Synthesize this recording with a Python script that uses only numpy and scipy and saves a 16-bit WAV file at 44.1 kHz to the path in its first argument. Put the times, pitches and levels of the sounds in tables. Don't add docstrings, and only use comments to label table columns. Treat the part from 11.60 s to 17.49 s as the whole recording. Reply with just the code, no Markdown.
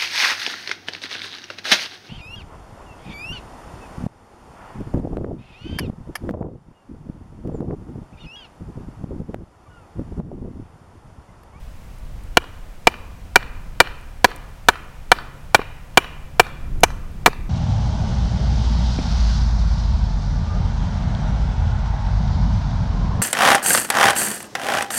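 import sys
import numpy as np
from scipy import signal
from scipy.fft import rfft, irfft
from scipy.io import wavfile
from scipy.ndimage import uniform_filter1d

SR = 44100
rng = np.random.default_rng(int(sys.argv[2]) if len(sys.argv) > 2 else 0)


def bounce(signal):
    frames = np.transpose(np.atleast_2d(signal))
    limited = np.clip(frames, -1, 1)
    pcm = np.round(limited * 32767).astype(np.int16)
    wavfile.write(sys.argv[1], SR, pcm)


N = 259749
TIME = np.arange(N) / SR
RING_TIME = np.arange(SR // 8) / SR

# start_s, thud_db, log_db, club_db, head_db, blade_db, blade_hz,
# crack_db, splinter_hz, tear_db, log_pitch_ratio, club_pitch_ratio
BLOWS = [(.771, -1, -2.5, -3, -7.5, -0.5, 2900, -0.5, 3400, -22, .98, 0.98),
         (1.2709, 0.5, 2, -8.5, -0.5, -3, 3030, -0.5, 4680, -5, 0.98, 1.085),
         (1.758, 0.5, 0, 2, 2.5, -1, 3000, -5.5, 4340, -1, 1.04, 1),
         (2.2024, 2.5, 1, 2.5, 3, 3.5, 3080, 3, 4150, 1.5, 1.037, 0.98),
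         (2.6444, 3, 3, -2.5, -7.5, -12, 3125, 3, 4160, -1.5, 1.073, 1.04),
         (3.0859, -5, 2, 1.5, -8, -.5, 3190, 0, 4000, 0.5, 1.02, 0.93),
         (3.5168, -2.5, 3, 3, -3, 2, 3080, 2, 3550, -2, 1.05, 0.95),
         (3.946, -10, 3, 1.5, -0.5, -15, 2770, 5.5, 3330, 1.5, 0.92, 1),
         (4.3735, 3, 2.5, -1, 3, 6.5, 3076, 4.5, 3200, -1, 1.051, 1.014),
         (4.7966, -2, 3, -1, 2, -9, 2900, 4, 3010, 1, 0.98, 0.96),
         (5.234, -5, 2, -6, -3.5, -.5, 3040, 7.5, 6200, -3.5, 0.98, 0.94),
         (5.6609, -10.5, -1, -6.5, -1, -13, 2710, 3.5, 4400, 6, 1.01, 1.06)]
# pitch_hz, relative_db, t60_s
LOG_THUD_MODES = [(358, -3.5, 0.035), (518.5, 4, 0.018)]
LOG_KNOCK_MODES = [(737.5, 18, 0.0093), (909.6, 10.5, 0.017), (1128, 20.5, 0.0055)]
CLUB_MODES = [(1438.6, 14.5, 0.014), (1593.4, 10.1, 0.018), (1829, 8.1, 0.018)]
HEAD_MODES = [(2350.4, 3.5, 0.03), (2884, -15.5, 0.041), (4320, -7.5, 0.01)]
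LANDING_MODES = [(294, -10, 0.023), (437, 4, 0.016), (690, -1, 0.014), (1100, -3.5, 0.016),
                 (1600, -9.5, 0.014)]
# start_s, gain_db
LANDINGS = [(2.222, -26), (2.687, -25), (3.993, -10), (5.6789, -3.5)]
# delay_s, gain_db, centre_hz
TRUNK_ECHOES = [(0.049, -45, 2820), (0.057, -57, 930), (0.0698, -42.5, 1320), (0.0699, -36.5, 4000)]
# frequency_hz, t60_s
FOREST_DECAY = [(200, 0.94), (1200, 1.0), (2500, 0.83), (4000, 0.53), (8000, 0.39), (16000, 0.33)]
# start_s, level_db
FIRE_TICKS = [(.385, -50), (0.636, -45), (2.412, -49), (2.704, -45), (2.761, -33.5), (2.889, -49),
              (5.207, -37)]
# time_s, level_db
WIND_LEVELS = [(0, -36.5), (.55, -32.5), (1.15, -37.5), (1.98, -33), (2.4, -37), (4.3, -37), (4.95, -33),
               (5.14, -22.5), (5.42, -30.5), (5.89, -26.5)]
# frequency_hz, relative_db
CRACK_SPECTRUM = [(300, -16.5), (1000, 12.5), (3000, -2.5), (4500, -7), (7000, -12), (11000, -13),
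                  (16000, -27)]
FIBRE_SPECTRUM = [(300, 4), (1500, 2.5), (3500, -27.5), (7000, -16), (16000, -24)]
FOREST_SPECTRUM = [(150, -10), (400, -6), (750, -14), (1100, -4), (1600, -7.5), (2400, 1), (3500, 5),
                   (6000, 3.5), (15000, 13)]
TICK_SPECTRUM = [(300, -15), (2000, -15), (5000, 1), (9000, 12), (16000, -1)]
WIND_SPECTRUM = [(8, -3), (25, 6), (45, -1.5), (70, -5.5), (120, -17), (170, -20), (250, -26.5), (400, -35),
                 (700, -45), (3000, -104)]
HUSH_SPECTRUM = [(20, -43), (250, -23), (500, 3), (900, 1), (1500, -4), (2500, -6.5), (4000, -12.5),
                 (5500, -13.5), (8000, -16), (15500, -21)]


def chopping():
    out = np.zeros(N)
    for start_s, *controls in BLOWS:
        add(out, start_s, blow(*controls))
    for start_s, gain_db in LANDINGS:
        add(out, start_s, forest_echo(log_landing(gain_db)))
    return out


def blow(thud_db, log_db, club_db, head_db, blade_db, blade_hz,
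         crack_db, splinter_hz, tear_db, log_pitch_ratio, club_pitch_ratio):
    contact_s, steel_lag_s, ground_lag_s, blade_t60_s = 0.00027, 0.000881, 0.00409, 0.017
    push = amp(3.5) * np.sin(np.pi * np.minimum(RING_TIME / contact_s, 1))
    thud = amp(thud_db) * ring(LOG_THUD_MODES, contact_s, log_pitch_ratio)
    knock = amp(log_db) * ring(LOG_KNOCK_MODES, contact_s, log_pitch_ratio)
    club = amp(club_db) * ring(CLUB_MODES, contact_s, club_pitch_ratio)
    wood = thud + knock + club
    wood = wood + 0.13 * delayed(wood, ground_lag_s)
    head = amp(head_db) * ring(HEAD_MODES, steel_lag_s)
    blade = ring([(blade_hz, blade_db, blade_t60_s)], steel_lag_s)
    split = splitting_wood(crack_db, tear_db)
    splinter = amp(6.5) * resonate(split, splinter_hz, q=5)
    direct = push - wood + head + blade + split + splinter
    return forest_echo(direct, sideways=amp(-5.5) * head + amp(-10) * splinter)


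def splitting_wood(crack_db, tear_db, crack_t60_s=0.023, tear_t60_s=0.053):
    size = len(RING_TIME)
    crack = amp(crack_db - 60 * RING_TIME / crack_t60_s) * noise(CRACK_SPECTRUM, size)
    clumps = unit(uniform_filter1d(rng.exponential(1, size) ** 2, size=32))
    tear_envelope = amp(tear_db - 9.5 - 60 * RING_TIME / tear_t60_s)
    return crack + tear_envelope * clumps * noise(FIBRE_SPECTRUM, size)


def log_landing(gain_db, rise_s=0.0011):
    return -amp(gain_db) * ring(LANDING_MODES) * (1 - np.exp(-RING_TIME / rise_s))


def forest_echo(direct, sideways=0, scatter_db=-33, build_s=0.031, bark_s=0.002):
    t = np.arange(SR) / SR
    scatter = rng.standard_normal(SR) * (1 - np.exp(-(t / build_s) ** 2))
    hz, age_s, bands = signal.stft(scatter, SR, nperseg=256)
    decay_db = 60 * age_s / curve_at(FOREST_DECAY, hz)[:, None]
    bands = bands * amp(curve_at(FOREST_SPECTRUM, hz)[:, None] - decay_db)
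    tail = signal.istft(bands, SR, nperseg=256)[1]
    out = amp(scatter_db) * signal.fftconvolve(direct + sideways, tail / np.linalg.norm(tail))
    add(out, 0, direct)
    for delay_s, gain_db, centre_hz in TRUNK_ECHOES:
        smear = rng.standard_normal(len(RING_TIME)) * np.exp(-RING_TIME / bark_s)
        echo = signal.fftconvolve(direct, smear / np.linalg.norm(smear))
        add(out, delay_s, amp(gain_db) * resonate(echo, centre_hz, q=2.5))
    return out


def campfire(t60_s=0.012):
    out = np.zeros(N)
    for start_s, level_db in FIRE_TICKS:
        envelope = amp(level_db - 60 * RING_TIME / t60_s)
        add(out, start_s, envelope * noise(TICK_SPECTRUM, len(RING_TIME)))
    return out


def microphone_wind(crossover_hz=87, buffet_db=-10.5):
    eddies = noise(WIND_SPECTRUM, N)
    rumble = signal.sosfiltfilt(signal.butter(3, crossover_hz, fs=SR, output="sos"), eddies)
    buffeting = amp(buffet_db) * unit(eddies - rumble)
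    strength = amp(np.interp(TIME, *np.transpose(WIND_LEVELS)))
    return strength * (unit(rumble) + buffeting)


def distant_drone(pitch_hz=140, waver=0.016, peak_db=-43.5, peak_s=4.97, fade_db_per_s=4.5):
    drift = noise([(1, 1.5), (6, -7.5), (30, -59.5), (200, -120)], N)
    tone = np.sin(2 * np.pi * np.cumsum(pitch_hz * (1 + waver * drift)) / SR)
    return amp(peak_db - fade_db_per_s * abs(TIME - peak_s)) * tone


def forest_hush(level_db=-51):
    return amp(level_db) * noise(HUSH_SPECTRUM, N)


def ring(modes, delay_s=0, pitch_ratio=1):
    t = np.maximum(RING_TIME - delay_s, 0)
    return sum(amp(db - 60 * t / t60_s) * np.sin(2 * np.pi * hz * pitch_ratio * t)
               for hz, db, t60_s in modes)


def resonate(x, centre_hz, q):
    return signal.lfilter(*signal.iirpeak(centre_hz, q, SR), x)


def noise(spectrum, size):
    gains = amp(curve_at(spectrum, np.fft.rfftfreq(size, 1 / SR)))
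    return unit(irfft(rfft(rng.standard_normal(size)) * gains, size))


def curve_at(points, hz):
    points_hz, values = np.transpose(points)
    return np.interp(np.log(hz + 1), np.log(points_hz + 1), values)


def amp(db):
    return 10 ** (np.asarray(db) / 20)


def unit(x):
    return x / np.sqrt(np.mean(x ** 2) + 1e-20)


def delayed(x, delay_s):
    return np.concatenate([np.zeros(round(delay_s * SR)), x])[:len(x)]


def add(mix, start_s, sound):
    part = mix[round(start_s * SR):][:len(sound)]
    part += sound[:len(part)]


def scene():
    return (chopping() + campfire() + microphone_wind() + distant_drone() + forest_hush())[None]


def record(dry, cutoff_hz=16000):
    clipped = np.clip(dry, -1, 1)
    lowpass = signal.firwin(401, cutoff_hz, window=("kaiser", 8), fs=SR)
    return signal.oaconvolve(clipped, lowpass[None], "same")


dry = scene()
out = record(dry)
bounce(out)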